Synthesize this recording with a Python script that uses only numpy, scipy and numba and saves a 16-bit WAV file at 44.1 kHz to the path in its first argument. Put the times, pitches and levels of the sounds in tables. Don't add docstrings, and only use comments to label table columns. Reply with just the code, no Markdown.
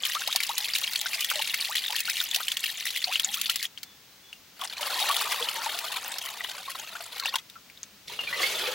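import sys
import numpy as np
from scipy import signal
from scipy.fft import rfft, irfft
from scipy.io import wavfile
from scipy.ndimage import uniform_filter1d
from numba import njit

SR = 44100
rng = np.random.default_rng(int(sys.argv[2]) if len(sys.argv) > 2 else 0)


def output_pcm(signal):
    pcm = np.clip(np.atleast_2d(signal).T, -1, 1) * 32767
    wavfile.write(sys.argv[1], SR, np.round(pcm).astype(np.int16))


N = 385434
TIME = np.arange(N) / SR
OPPOSITE = np.array([[1], [-1]])


def undb(db):
    return 10 ** (np.asarray(db) / 20)


def read(table, hz):
    table_hz, table_db = np.array(table).T
    return np.interp(np.log(hz + 1), np.log(table_hz), table_db)


def colour(x, table):
    gain = undb(read(table, np.fft.rfftfreq(N, 1 / SR)))
    return irfft(rfft(x) * gain, N)


def filtered(x, order, hz, kind="low"):
    return signal.sosfilt(signal.butter(order, hz, kind, fs=SR, output="sos"), x)


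def unit(x):
    return x / np.sqrt(np.mean(x ** 2))


def wander(samples):
    noise = rng.standard_normal(N)
    return unit(uniform_filter1d(uniform_filter1d(noise, size=samples), size=samples))


def rare(chance):
    return np.minimum(-np.log(chance), 3.6)


# frequency in Hz, level against the like part in dB.
UNLIKE_PART = [(40, -36), (150, -10.5), (2000, -8), (4000, -2.5), (15000, -9)]


def hiss(table):
    mid, side = rng.standard_normal((2, N))
    return unit(colour(mid + colour(side, UNLIKE_PART) * OPPOSITE, table))


@njit
def ring(n, start, hz, cycles, size, glide, pan, rise):
    out = np.zeros((2, n))
    for k in range(len(start)):
        step = 2 * np.pi * hz[k] / SR
        phase, fade, onset = 0., 1., 1.
        fade_step = np.exp(-hz[k] / SR / cycles[k])
        onset_step = np.exp(-hz[k] / SR / rise)
        for i in range(start[k], n):
            phase += step
            step = min(step * (1 + 2 * (glide[k] - 1) * (1 - fade)), 2.5)
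            fade *= fade_step
            onset *= onset_step
            value = size[k] * fade * (1 - onset) * np.sin(phase)
            out[0, i] += value * pan[k]
            out[1, i] += value / pan[k]
            if fade < .003:
                break
    return out


def bubbles(s, hz, cycles, db, octaves, pan_db, rise):
    cycles = cycles + 0 * hz
    octaves = np.maximum(octaves, 0) + 0 * hz
    glide = 2 ** (octaves / .04 / SR)
    return ring(N, (s * SR).astype(int), hz, cycles, undb(db), glide, undb(pan_db / 2), rise)


def bursts(s, db, fade_s, rise_s):
    kicks = np.zeros(N)
    np.add.at(kicks, (s * SR).astype(int), undb(db))
    rise, fade = np.exp(-1 / (rise_s * SR)), np.exp(-1 / (fade_s * SR))
    return signal.lfilter([1 - rise], np.convolve([1, -rise], [1, -fade]), kicks)


def swarm(flow, sizes, count, clump, clump_db, scatter_db, cycles, octaves, pan_db, rise):
    start, length = flow[0][0], flow[-1][0] - flow[0][0]
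    when, late, pitch, size, life, climb, side = rng.random((int(count * length), 7)).T
    gob_s, gob_size = rng.random((len(when) // clump, 2)).T
    gob = (when * len(gob_s)).astype(int)
    s = start + (gob + gob_s[gob]) / len(gob_s) * length
    s = np.clip(s - .01 * np.log(late), 0, TIME[-1])
    low, high = sizes[0][0], sizes[-1][0]
    hz = low * (high / low) ** pitch
    db = clump_db * rare(gob_size[gob]) + scatter_db * rare(size)
    sound = bubbles(s, hz, cycles * (.5 + life), db + read(sizes, hz),
                    octaves * climb ** 2, pan_db * (2 * side - 1), rise)
    return unit(sound) * np.sqrt(length * SR / N), s, db


# frequency in Hz, relative level in dB per Hz.
SPATTER_COLOUR = [(500, -32), (1500, -4), (3200, 7), (5500, 5), (7000, 2), (9300, 1), (11000, 5.5),
                  (13500, -1), (15600, 3.5)]


def coarse_and_fine_spray():
    noise = hiss(SPATTER_COLOUR)
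    return filtered(noise, 4, 9500), filtered(noise, 4, 9500, "high")


# pitch in Hz, relative level in dB.
SMALL_SIZES = [(1750, -3), (2300, -0.5), (3200, 6), (4300, 6.5), (5500, -3.5), (8000, -9.5)]
# pitch in Hz, relative level in dB.
TICK_SIZES = [(5500, 5.5), (9300, 1.5), (15800, 7)]


def stream(flow, large_sizes, large_db, large_db_per_s, spatter_db, large_octaves,
           count, clump_db, gurgle_db, steady_db, cycles, spray):
    s, db = np.transpose(flow)

    def level(points):
        return np.interp(TIME, s, points, left=-120, right=-120)

    small_level = level(db)
    large_level = level(db + large_db + large_db_per_s * (s - s[0]))
    spatter_level = level(db + spatter_db)
    small, impact_s, impact_db = swarm(flow, SMALL_SIZES, count=count, clump=10, clump_db=clump_db,
                                       scatter_db=2.5, cycles=cycles, octaves=.5, pan_db=1.6, rise=0.9)
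    large, _, _ = swarm(flow, large_sizes, count=count // 4, clump=3, clump_db=gurgle_db,
                        scatter_db=gurgle_db, cycles=6.65, octaves=large_octaves, pan_db=-0.5, rise=0.23)
    spatter = 0
    for noise, share in zip(spray, rng.random((len(impact_s), 2)).T):
        throws = bursts(impact_s, 1.5 * impact_db + 4.5 * rare(share), .0025, .001)
        spatter = spatter + noise * (throws + undb(steady_db))
    spatter = spatter / np.sqrt(np.mean(spatter[:, small_level > -100] ** 2))
    ticks, _, _ = swarm(flow, TICK_SIZES, count=count // 6, clump=3, clump_db=3.5,
                        scatter_db=3, cycles=2.2, octaves=0, pan_db=3.5, rise=.6)
    water = small * undb(small_level) + large * undb(large_level)
    water = water + (spatter + ticks * undb(-4.0)) * undb(spatter_level)
    depth_db = np.clip(1 + .25 * (small_level.max() - small_level), 0, 4)
    return water * undb(wander(320) * depth_db)


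# time in s, nominal level of the small bubbles in dB.
BOWL_FLOW = [(0, -34), (.5, -34.5), (1.4, -33), (2.7, -36.5), (3.3, -34.5), (3.65, -36), (3.675, -52)]
# pitch in Hz, relative level in dB.
LARGE_SIZES = [(330, -20), (450, -12), (700, 2.5), (1000, 8.5), (1900, 8)]


def falling_water(spray):
    return stream(BOWL_FLOW, LARGE_SIZES, large_db=-17.5, large_db_per_s=-2, spatter_db=-5, large_octaves=1.7,
                  count=1500, clump_db=5.0, gurgle_db=-2.0, steady_db=14.0, cycles=4.3, spray=spray)


# frequency in Hz, relative level in dB per Hz.
AIR_COLOUR = [(22, -44), (40, -13), (200, -6.5), (363, -12), (1020, -13), (3400, -10.5), (6000, -13.5),
              (9200, -21.5), (14000, -20), (15700, -14.5)]
# start in s, length in s, pitch in Hz, nominal peak level in dB.
FAINT_NOTES = [(3.84, .13, 3460, -56), (4.1, .045, 3980, -58), (4.23, .1, 3420, -54.5),
               (4.33, .05, 2800, -54), (3.2, .34, 208, -62), (7.83, .2, 203, -63)]


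def outdoors():
    air = hiss(AIR_COLOUR) * undb(-53)
    air = air + filtered(air, 2, 320) * (undb(7) - 1) * (TIME > 8.06)
    waver = wander(400)
    phase_s = np.cumsum(1 + .008 * waver) / SR
    for s, length, hz, db in FAINT_NOTES:
        shape = np.sin(np.pi * np.clip((TIME - s) / length, 0, 1)) ** .5
        air = air + undb(db + 3 * waver) * shape * np.sin(2 * np.pi * hz * phase_s)
    return air


# time in s, nominal level in dB, bubble pitch in Hz, bright slap against that level in dB.
CLEAR_DROPS = [(0.0353, -13.5, 3280, -42), (0.1495, -11.5, 3420, -16), (0.275, -10, 3930, -13),
               (0.327, -10, 3660, -21), (0.3599, -5, 4270, -11.5), (0.4035, -12, 2220, -14),
               (0.4337, -11, 3980, -13), (0.5797, -12.5, 3530, -6.5), (0.736, -13, 4630, -36),
               (0.7603, -32, 4240, -32), (0.7835, -29, 2900, 5), (0.814, -22, 3640, -5),
               (0.8393, -14, 3960, -32), (0.8765, -16, 3100, -33), (0.9342, -15, 4170, -17),
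               (1.0125, -22.5, 5840, 0), (1.1324, -16.5, 2310, -15), (1.207, -13.5, 5700, -9),
               (1.2455, -11.5, 3250, -11.5), (1.3007, -9.5, 3000, -12), (1.357, -15, 3860, -16),
               (1.3927, -16.5, 2850, -20), (1.5422, -10.5, 2050, -11.5), (1.7817, -14, 3270, -18),
               (1.8814, -15.5, 3570, -24), (1.905, -14.5, 3170, -15), (1.963, -12.5, 3100, -13),
               (2.0039, -16, 2500, -6), (2.1847, -25, 3590, -20), (2.203, -11, 3500, -31),
               (2.213, -20, 2280, -6), (2.313, -16.5, 3400, -28), (2.3455, -15, 3350, -6),
               (2.3607, -10.5, 3900, -9.5), (2.482, -9.5, 2980, -16), (2.518, -9.5, 3400, -18),
               (2.5697, -11.5, 3130, -14), (2.905, -14, 3900, -16), (3.042, -9, 4200, -33),
               (3.1566, -9.5, 2840, -44), (3.197, -9, 3200, -14), (3.2463, -7, 6740, -35),
               (3.3421, -11.5, 3170, -14), (3.4134, -15.5, 3200, -4), (3.458, -14.5, 3400, -19),
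               (3.4967, -7.5, 3000, -13.5), (3.545, -29, 3030, -20), (3.5578, -14.5, 2790, -5.5),
               (3.6272, -14, 4240, -13.5), (3.7755, -25.5, 3060, -40), (3.783, -31, 4400, -18),
               (3.831, -19.5, 4300, -12), (4.3287, -26, 2790, -23), (4.614, -20, 3310, -13),
               (4.6374, -20, 3190, -14.5), (4.6748, -23.5, 4930, -22), (4.6984, -25, 4200, -29),
               (4.726, -25, 3460, -22), (4.7681, -28, 2420, -38), (4.781, -20.5, 4180, -21),
               (4.8306, -17.5, 3060, -27), (4.9437, -16, 4320, -39.5), (5.166, -10.5, 3300, -13),
               (5.426, -14.5, 3300, -34), (5.4873, -14, 2950, -34), (5.7886, -15, 2700, -11),
               (6.184, -15, 4980, -12), (6.874, -31, 2520, -23), (7.198, -15, 4070, -14.5),
               (7.2573, -12.5, 2670, -18), (7.3564, -9.5, 3370, -13), (7.4986, -32, 3580, -10.5),
               (7.6993, -34.5, 2260, -20), (7.7745, -34.5, 3640, -31), (7.8314, -20, 6450, -41)]


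def drops():
    s, db, hz, slap_db = np.transpose(CLEAR_DROPS)
    life, side = rng.random((len(s), 2)).T
    cycles = np.clip(-.25 * slap_db, 1.5, 7) * (0.69 + 0.5 * life)
    plinks = bubbles(s, hz, cycles, db + 0.5, 2.3 * life, 4.0 * (2 * side - 1), 0.48)
    spray = unit(filtered(rng.standard_normal(N), 2, [1500, 6500], "band"))
    spray = spray * bursts(s, db - 16.5, 0.0048, 0.0015)
    slaps = hiss(SPATTER_COLOUR) * bursts(s, db + slap_db + 7, 0.002, 0.001)
    return filtered(plinks + spray + slaps, 3, 1100, "high")


# start in s, nominal level in dB, start pitch in Hz, end pitch in Hz, length in s.
GLIDING_BUBBLES = [(0.151, -24.5, 1114, 1450, 0.029), (0.215, -26, 1320, 1870, 0.01),
                   (0.273, -32.5, 603, 1820, 0.034), (0.349, -30, 680, 1300, 0.024),
                   (0.493, -28, 825, 1470, 0.029), (0.584, -45.5, 787, 1030, 0.1),
                   (0.818, -33, 970, 1610, 0.0094), (1.058, -25.5, 1470, 1790, 0.016),
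                   (1.144, -49, 820, 1770, 0.014), (1.314, -18, 1350, 1700, 0.0051),
                   (1.334, -37, 860, 760, 0.03), (1.354, -34.5, 631, 540, 0.05),
                   (1.395, -27, 833, 970, 0.017), (1.688, -37, 748, 2620, 0.063),
                   (1.896, -32.5, 835, 945, 0.033), (1.929, -23.5, 1007, 825, 0.012),
                   (2.08, -29, 1404, 1800, 0.019), (2.211, -30.5, 1500, 1410, 0.013),
                   (2.359, -41.5, 652, 1210, 0.046), (2.403, -23, 1207, 1670, 0.015),
                   (3.072, -30, 741, 680, 0.023), (3.085, -35.5, 655, 1700, 0.053),
                   (3.261, -44, 750, 930, 0.07), (3.363, -37, 1095, 1650, 0.031),
                   (3.492, -29.5, 1300, 1550, 0.021), (4.618, -25, 1070, 1090, 0.012),
                   (4.63, -34, 726, 1030, 0.025), (4.794, -30, 950, 850, 0.015),
                   (4.808, -35.5, 606, 560, 0.028), (5.016, -30.5, 730, 1000, 0.04),
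                   (5.097, -22, 1116, 1250, 0.032), (5.404, -33, 484, 460, 0.046),
                   (5.579, -31, 887, 1010, 0.036), (5.661, -23, 850, 980, 0.017),
                   (6.272, -37.5, 1900, 2470, 0.017), (6.406, -26, 1960, 1880, 0.01),
                   (6.678, -29.5, 1095, 1090, 0.016), (6.952, -28, 1355, 1800, 0.018),
                   (7.195, -34, 1380, 1330, 0.031), (7.253, -30, 850, 1010, 0.017),
                   (7.357, -23, 1007, 905, 0.011), (7.555, -42, 1340, 1320, 0.039),
                   (8.097, -39, 935, 940, 0.018), (8.19, -24, 2870, 2630, 0.025),
                   (8.271, -31, 2410, 2160, 0.022), (8.326, -25.5, 1926, 2210, 0.027),
                   (8.36, -41.5, 480, 540, 0.11), (8.431, -20.5, 2110, 2290, 0.024),
                   (8.66, -27, 2570, 2470, 0.016), (8.675, -27, 514, 437, 0.027)]


def plops_and_drips():
    tones = np.zeros(N)
    for s, db, hz, end_hz, length in GLIDING_BUBBLES:
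        t = np.arange(int(length * SR)) / SR
        pitch = hz + (end_hz - hz) * (t / length) ** 1.55
        shape = (1 - np.exp(-t * hz * 0.65)) * (1 - t / length)
        shape = shape * pitch / hz
        first = int(s * SR)
        tones[first:first + len(t)] += undb(db) * shape * np.sin(2 * np.pi * np.cumsum(pitch) / SR)
    s, db = np.transpose(GLIDING_BUBBLES)[:2]
    splash = unit(filtered(rng.standard_normal(N), 2, [800, 3000], "band"))
    return splash * bursts(s, db - 6, .003, .0008) + tones * undb(3.5 * wander(90))


# time in s, nominal level of the small bubbles in dB.
HAND_FLOW = [(4.56, -52), (4.63, -46.5), (4.75, -49), (4.9, -31.5), (5.5, -35.5), (6, -38.5), (6.8, -45.5),
             (7.2, -45.5)]


def pour_over_hand(spray):
    return stream(HAND_FLOW, LARGE_SIZES, large_db=-3.5, large_db_per_s=-1, spatter_db=-4, large_octaves=1,
                  count=2000, clump_db=3.0, gurgle_db=1.05, steady_db=-18, cycles=8.5, spray=spray)


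# time in s, nominal level of the small bubbles in dB.
HAND_SPILL = [(7.18, -56), (7.23, -27.5), (7.31, -41.5), (7.36, -31), (7.41, -59)]


def spill_from_hand(spray):
    return stream(HAND_SPILL, LARGE_SIZES, large_db=-12, large_db_per_s=20, spatter_db=-11, large_octaves=3,
                  count=1000, clump_db=6.5, gurgle_db=0.5, steady_db=-3.0, cycles=11.0, spray=spray)


# time in s, nominal level of the small bubbles in dB.
FAR_FLOW = [(8.07, -45.5), (8.18, -45), (8.3, -41), (8.42, -31.5), (8.5, -36.5), (8.74, -36.5)]
# pitch in Hz, relative level in dB.
FAR_LARGE_SIZES = [(270, -18), (400, 1.5), (560, 1.5), (670, 0.5), (950, 2.5), (1800, 9)]


def pour_further_away(spray):
    return stream(FAR_FLOW, FAR_LARGE_SIZES, large_db=-9.5, large_db_per_s=7, spatter_db=-7.5, large_octaves=0.7,
                  count=2000, clump_db=1.2, gurgle_db=1.5, steady_db=6, cycles=7.5, spray=spray)


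def basin(x, wet_db, fade_s):
    t = np.arange(int(.15 * SR)) / SR
    rock = 2 * np.pi * 1.7 * TIME
    wet = 0
    for share in (np.cos(rock), np.sin(rock)):
        mid, side = rng.standard_normal((2, len(t))) * np.exp(-t / fade_s) * (t > .0015)
        tail = unit(mid + 0.48 * side * OPPOSITE) / np.sqrt(len(t))
        wet = wet + signal.fftconvolve(x * share, tail, axes=1)[:, :N]
    return x + wet * undb(wet_db)


def scene():
    spray = coarse_and_fine_spray()
    water = falling_water(spray) + drops() + plops_and_drips()
    water = water + pour_over_hand(spray) + spill_from_hand(spray) + pour_further_away(spray)
    far = TIME > FAR_FLOW[0][0]
    near_water = basin(water * ~far, wet_db=-9, fade_s=0.007)
    far_water = basin(water * far, wet_db=-1, fade_s=0.022)
    far_water = far_water * undb(-0.5 * OPPOSITE)
    return filtered(near_water + far_water, 2, 260, "high") + outdoors()


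# frequency in Hz, left minus right in dB.
PORT_DIFFERENCE = [(200, -0.5), (600, 2), (3000, 1.7), (9000, 0.5), (13000, 1.5), (15500, 10.5)]


def record(dry):
    tilt = undb(np.outer([.5, -.5], read(PORT_DIFFERENCE, np.fft.rfftfreq(N, 1 / SR))))
    top_cut = signal.ellip(10, .2, 60, 15950, fs=SR, output="sos")
    return signal.sosfilt(top_cut, irfft(rfft(dry) * tilt, N))


dry = scene()
out = record(dry)
output_pcm(out)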